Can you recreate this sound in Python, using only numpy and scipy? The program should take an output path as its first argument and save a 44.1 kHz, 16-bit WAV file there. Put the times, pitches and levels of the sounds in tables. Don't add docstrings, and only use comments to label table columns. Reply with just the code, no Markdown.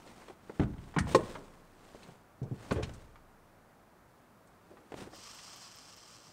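import sys
import numpy as np
from scipy import signal
from scipy.fft import irfft
from scipy.io import wavfile

SR = 44100
rng = np.random.default_rng(int(sys.argv[2]) if len(sys.argv) > 2 else 0)


def wrap_up_sound(samples):
    columns = np.atleast_2d(samples).T
    tamed = np.clip(columns, -1, 1)
    steps = np.round(tamed * 32767).astype(np.int16)
    wavfile.write(sys.argv[1], SR, steps)


N = 278712
TIME = np.arange(N) / SR
KNOCK_S, KNOCK_DB = 1.1468, -13.5

# start_s, level_db, centre_hz, spread_octaves, damping_db_per_s
FOOTFALLS = [(.596, -22, 143, 1.36, 12), (.612, -34.5, 202, .54, 17), (.964, -24, 168, 0.69, 20),
             (1.006, -29.5, 88, .4, -2), (1.074, -37, 139, 0.68, 50), (1.147, -29.5, 173, 0.59, 18),
             (2.084, -50.5, 148, .4, 101), (2.417, -29, 134, .48, 122), (2.512, -31.5, 136, 0.74, 120),
             (2.711, -30, 115, 0.99, 50), (2.721, -37, 420, 0.41, 97), (2.76, -29.5, 94, 0.42, 44),
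             (2.829, -36, 98, 1.08, -3), (4.941, -52.5, 148, 0.62, 50), (5.017, -48.5, 105, 0.69, 50)]


def from_db(db):
    return 10 ** (np.asarray(db) / 20)


def unit_rms(x):
    return x / np.sqrt(np.mean(x ** 2) + 1e-20)


def at_hz(points, hz):
    point_hz, values = np.transpose(points)
    return np.interp(np.log(hz), np.log(point_hz), values)


def noise(colour, size=N):
    hz = np.fft.rfftfreq(size, 1 / SR) + 1e-3
    phases = np.exp(2j * np.pi * rng.random(len(hz)))
    return unit_rms(irfft(from_db(colour(hz)) * phases, size))


def drift(rate_hz):
    return noise(lambda hz: -20 * np.log10(1 + (hz / rate_hz) ** 2))


def add(track, start_s, sound):
    start = max(round(start_s * SR), 0)
    track[start:start + len(sound)] += sound[:N - start]


def ring(modes, gains, t, scatter_rad=1.0):
    phases = rng.normal(0, scatter_rad, len(modes))
    return sum(gain * from_db(db - 60 * t / t60) * np.sin(2 * np.pi * hz * t + phase)
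               for (hz, db, t60), gain, phase in zip(modes, gains, phases))


def river_air(level_db=-61.5, waver_db=0.2):
    # frequency_hz, relative_db
    spectrum = [(20, -22), (45, -4.5), (70, -10), (100, -1.5), (135, -5.5), (175, -3), (260, -6), (450, -9),
                (650, -7.5), (1300, -11), (2000, -19), (3000, -27), (6000, -30.5), (15500, -33.5)]
    return from_db(level_db + waver_db * drift(rate_hz=2)) * noise(lambda hz: at_hz(spectrum, hz))


def bank_reflections(blows, tail_db=-19, build_s=0.0034):
    # frequency_hz, t60_s
    decay = [(100, 1.23), (500, 0.69), (1500, 0.7), (5000, 0.1), (14000, 0.6)]
    # delay_s, level_db
    echoes = [(.041, -28.5), (0.058, -25.5), (.1, -47)]
    t, tail = TIME[:SR], 0
    edges_hz = 60 * 2 ** np.arange(9)
    for low, high in zip(edges_hz, edges_hz[1:]):
        octave = signal.butter(2, [low, high], "band", fs=SR, output="sos")
        band = signal.sosfilt(octave, rng.standard_normal(SR))
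        tail = tail + band * from_db(-60 * t / at_hz(decay, np.sqrt(low * high)))
    response = from_db(tail_db) * unit_rms(tail * (1 - np.exp(-t / build_s))) / np.sqrt(SR)
    dull_pulse = np.hanning(21) / 10
    for delay_s, db in echoes:
        add(response, delay_s, from_db(db) * dull_pulse)
    return signal.fftconvolve(blows, response)[:N]


def rubbing(rise_db_per_s=115, fall_db_per_s=145, briskness=0.53, settle_db=-12, settle_db_per_s=36):
    # start_s, end_s, level_db
    moves = [(0, 0.278, -56), (0.52, 0.635, -59), (0.827, 0.968, -60), (1.109, 1.126, -38.5),
             (1.267, 1.325, -46.5), (1.853, 2.104, -57.5), (2.628, 2.73, -51.5), (2.84, 3.0, -59.5),
             (4.712, 4.9, -68), (4.997, 5.029, -47)]
    power = 0
    for start_s, end_s, db in moves:
        pace = from_db(briskness * (db + 55))
        before_s, after_s = np.maximum(start_s - TIME, 0), np.maximum(TIME - end_s, 0)
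        swell_db = -pace * rise_db_per_s * before_s
        release_db = np.maximum(-pace * fall_db_per_s * after_s, settle_db - settle_db_per_s * after_s)
        power = power + from_db(np.maximum(db + swell_db + release_db, -200)) ** 2
    return np.sqrt(power)


def clothes(grain_db=2.0, grain_hz=250, fold_db=1.4, fold_hz=30):
    # frequency_hz, relative_db
    spectrum = [(80, 3.5), (200, 8), (450, 4), (1200, -3.5), (2500, -8.5), (5000, -13.5), (7200, -15.5),
                (8900, -14.5), (10500, -26.5), (16000, -29.5)]
    texture = from_db(grain_db * drift(grain_hz) + fold_db * drift(fold_hz))
    return rubbing() * unit_rms(noise(lambda hz: at_hz(spectrum, hz)) * texture)


def contact(db, centre_hz, treble_db_per_octave, t60_s, bass_db_per_octave=10, knee_octaves=0.32):
    # frequency_hz, relative_db
    spectrum = [(60, -3), (250, 6), (430, 5.5), (700, 1), (1000, 0.5), (1350, 0), (2200, -1), (5000, -5.5),
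                (8500, -3.5), (10500, -12), (16000, -21.5)]
    t = TIME[:SR // 4]
    mode_hz = np.geomspace(200, 16000, num=70)
    ripple = np.column_stack([mode_hz, rng.normal(0, 3.0, len(mode_hz))])

    def colour(hz):
        octaves = np.log2(hz / centre_hz)
        slope = np.where(octaves > 0, treble_db_per_octave, bass_db_per_octave)
        fall_db = slope * (np.hypot(octaves, knee_octaves) - knee_octaves)
        softness_db = 20 * np.log10(1 + (hz / centre_hz / 2 ** 3.3) ** 2)
        return at_hz(spectrum, hz) + at_hz(ripple, hz) - fall_db - softness_db
    onset = 1 - np.exp(-t / (0.011 * t60_s))
    return noise(colour, size=len(t)) * from_db(db - 60 * t / t60_s) * onset


def loose_gear(count=3, within_s=0.26, relative_db=-28, fade_db_per_s=35, spread_octaves=0.76):
    out = np.zeros(N)
    for start_s, db, *_, damping_db_per_s in FOOTFALLS:
        for when, pitch in rng.random((count, 2)):
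            delay_s = when * within_s
            centre_hz = 2000 * 2 ** (spread_octaves * (2 * pitch - 1))
            tick_db = db + relative_db - (fade_db_per_s + damping_db_per_s) * delay_s
            add(out, start_s + delay_s, contact(tick_db, centre_hz, treble_db_per_octave=9, t60_s=0.051))
    return out


def bumps_and_clicks(bump_hz=453):
    # start_s, level_db, treble_db_per_octave, t60_s
    bumps = [(.282, -45.5, 2.5, 0.066), (.299, -42, 6, 0.076), (.496, -32, 11, 0.049),
             (.596, -28, 6, 0.057), (.613, -32, 7, 0.13), (0.634, -38.5, 2.5, 0.029),
             (1.365, -43.5, 20, 0.23), (1.9476, -40, 16, 0.052), (2.086, -46.5, 8, .075),
             (2.418, -45.5, 17, 0.36), (2.511, -45, 17, .2), (2.719, -22.5, 15, 0.063),
             (2.755, -36.5, 5.5, .27), (2.782, -31, 22, 0.15), (2.825, -39.5, 1.5, 0.11),
             (2.893, -42, 1.5, 0.041), (4.7, -54, 16, 0.46), (4.92, -36, 5, 0.04), (4.941, -36, 5, 0.035),
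             (5.015, -41, 30, 0.065), (5.07, -42.5, 8.5, 0.051), (5.131, -45, 4.5, 0.083)]
    # start_s, level_db, centre_hz
    clicks = [(.074, -53, 2700), (0.2173, -52.5, 1250), (0.78, -59, 2610), (.94, -45.5, 1410),
              (.9633, -24.5, 800), (0.984, -26.5, 1530), (.986, -35, 5300), (1.069, -40, 970),
              (1.352, -36, 1090), (2.03, -52.5, 3430), (2.429, -61.5, 4970), (2.709, -29, 1370),
              (2.713, -43.5, 2700), (2.722, -47.5, 10000), (2.83, -37.5, 3420), (2.937, -54.5, 7460),
              (3.156, -52.5, 1330), (4.472, -66, 7900), (4.769, -50, 940), (4.986, -53, 1000),
              (5.385, -49, 3320)]
    out = np.zeros(N)
    for start_s, db, treble_db_per_octave, t60_s in bumps:
        add(out, start_s, contact(db, bump_hz, treble_db_per_octave, t60_s))
    for start_s, db, centre_hz in clicks:
        add(out, start_s, contact(db, centre_hz, treble_db_per_octave=12, t60_s=0.077))
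    return out


def hull(rise_s=0.0017, floor_db=-24, drum_db=-7, drum_t60_s=0.21, flex_hz=26, flex_t60_s=2.33):
    # pitch_hz, level_db, t60_s
    modes = [(56.2, 0, 0.94), (63.6, -31, 0.52), (70.3, -1, 0.72), (80.5, -5.5, 0.31), (94, 5, 0.21),
             (116.2, -4, 0.489), (131.9, 4, 0.3), (154, -6.5, 0.544), (174.9, 0.5, 0.32), (203.1, -1, 0.4),
             (235.8, -3.5, 0.57), (273, 4, 0.15), (300.4, 3, 0.39), (338, -8.5, 0.56), (410, -11, 0.08),
             (435, -13, 0.14)]
    mode_hz, mode_db, _ = np.transpose(modes)
    out, t = np.zeros(N), TIME[:SR]
    flex_envelope = from_db(-25 - 60 * t / flex_t60_s) * (1 - np.exp(-t * flex_hz))
    flex = np.sin(2 * np.pi * flex_hz * t) * flex_envelope
    for start_s, db, centre_hz, spread_octaves, damping_db_per_s in FOOTFALLS:
        favour_db = lambda hz: -6 * (np.log2(hz / centre_hz) / spread_octaves) ** 2
        gains = from_db(favour_db(mode_hz)) + from_db(floor_db)
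        boom = ring(modes, gains, t) * np.sqrt(2) / np.linalg.norm(gains * from_db(mode_db))
        drum = noise(favour_db, size=SR) * from_db(drum_db - 60 * t / drum_t60_s)
        envelope = (1 - np.exp(-t / rise_s)) * from_db(-damping_db_per_s * t)
        low_cut_hz = 0.68 * centre_hz / 2 ** (spread_octaves / 2)
        radiation = signal.butter(2, low_cut_hz, "high", fs=SR, output="sos")
        panels = signal.sosfilt(radiation, (boom + drum) * envelope)
        add(out, start_s, from_db(db) * (panels + flex))
    return out


def crack_and_rebounds(count=3, rebound_s=0.042, first_db=-19, loss_db=8):
    out = np.zeros(N)
    crack = contact(KNOCK_DB - 10, centre_hz=1065, treble_db_per_octave=3.5, t60_s=0.045)
    splinter = contact(KNOCK_DB - 17.5, centre_hz=4080, treble_db_per_octave=7, t60_s=0.069)
    add(out, KNOCK_S, crack)
    add(out, KNOCK_S + 0.004, splinter)
    for k in range(count):
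        db = KNOCK_DB + first_db - k * loss_db
        rebound = contact(db, centre_hz=507, treble_db_per_octave=22, t60_s=0.15)
        add(out, KNOCK_S + (k + 1) * rebound_s, rebound)
    return out


def hollow_knock(lowest_t60_s=0.105, damping_slope=0.58, rise_s=0.0024):
    # pitch_hz, level_db
    body = [(315, -7), (362, -2), (408, -2), (458, 2), (520, 4), (578, -18), (865, -2), (910, -7),
            (1062, 2.5), (1486, -14), (1865, -7.5), (2148, -30.5), (2385, -9.5), (2680, -23), (3860, -12)]
    out, t = np.zeros(N), TIME[:SR // 2]
    lowest_hz = body[0][0]
    modes = [(hz, db, lowest_t60_s * (lowest_hz / hz) ** damping_slope) for hz, db in body]
    onset = 1 - np.exp(-t / rise_s)
    add(out, KNOCK_S, from_db(KNOCK_DB) * ring(modes, np.ones(len(modes)), t) * onset)
    return out


def line_flicks(count=5, first_s=5.15, every_s=0.204, jitter_s=0.0088, db=-61, t60_s=0.04):
    out, t = np.zeros(N), TIME[:SR // 8]
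    for k, late_s in enumerate(jitter_s * rng.standard_normal(count)):
        tick = noise(lambda hz: -20 * np.log10(1 + ((hz - 14000) / 1900) ** 2), size=len(t))
        add(out, first_s + k * every_s + late_s, tick * from_db(db - 60 * t / t60_s))
    return out


def spool_speed(release_s=5.105, spin_up_s=0.054, slowing_s=1.22):
    t = np.maximum(TIME - release_s, 0)
    return (1 - np.exp(-t / spin_up_s)) * np.exp(-t / slowing_s)


def reel(full_speed_hz=262, full_speed_db=-51, flutter_depth=0.18, waver_db=1.72, waver_hz=50):
    # frequency_hz, relative_db
    spectrum = [(250, -31), (700, -2), (1400, -1.5), (2100, -5), (3600, -6.5), (5300, 2.5), (6800, -2.5),
                (8300, -2), (10000, -16), (14000, -18), (16000, -26)]
    # centre_hz, width_hz, lift_db
    resonances = [(1146, 220, 8), (2970, 900, 7.5), (4160, 190, 6), (4800, 110, 9), (4980, 73, 2.5),
                  (5340, 104, 6.5), (5900, 140, 6), (7570, 160, 4)]
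    whine_hz = np.arange(2500, 10000, 55)
    whine_db = rng.normal(0, 1.8, len(whine_hz))

    def colour(hz):
        lift_db = sum(db / (1 + (2 * (hz - centre) / width) ** 2) for centre, width, db in resonances)
        return at_hz(spectrum, hz) + lift_db + np.interp(hz, whine_hz, whine_db, left=0, right=0)
    speed = spool_speed()
    turns = np.cumsum(full_speed_hz * speed) / SR
    flutter = 1 + flutter_depth * np.sin(2 * np.pi * turns)
    return speed * noise(colour) * flutter * from_db(full_speed_db + waver_db * drift(waver_hz))


def scene(knock_send_db=-4):
    blows = hull() + bumps_and_clicks() + loose_gear() + crack_and_rebounds()
    knock = hollow_knock()
    reflected = bank_reflections(blows + from_db(knock_send_db) * knock)
    return (blows + knock + reflected + clothes() + reel() + line_flicks() + river_air())[None]


def record(dry):
    return signal.sosfilt(signal.ellip(12, 0.1, 80, 15700, fs=SR, output="sos"), dry)


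dry = scene()
out = record(dry)
wrap_up_sound(out)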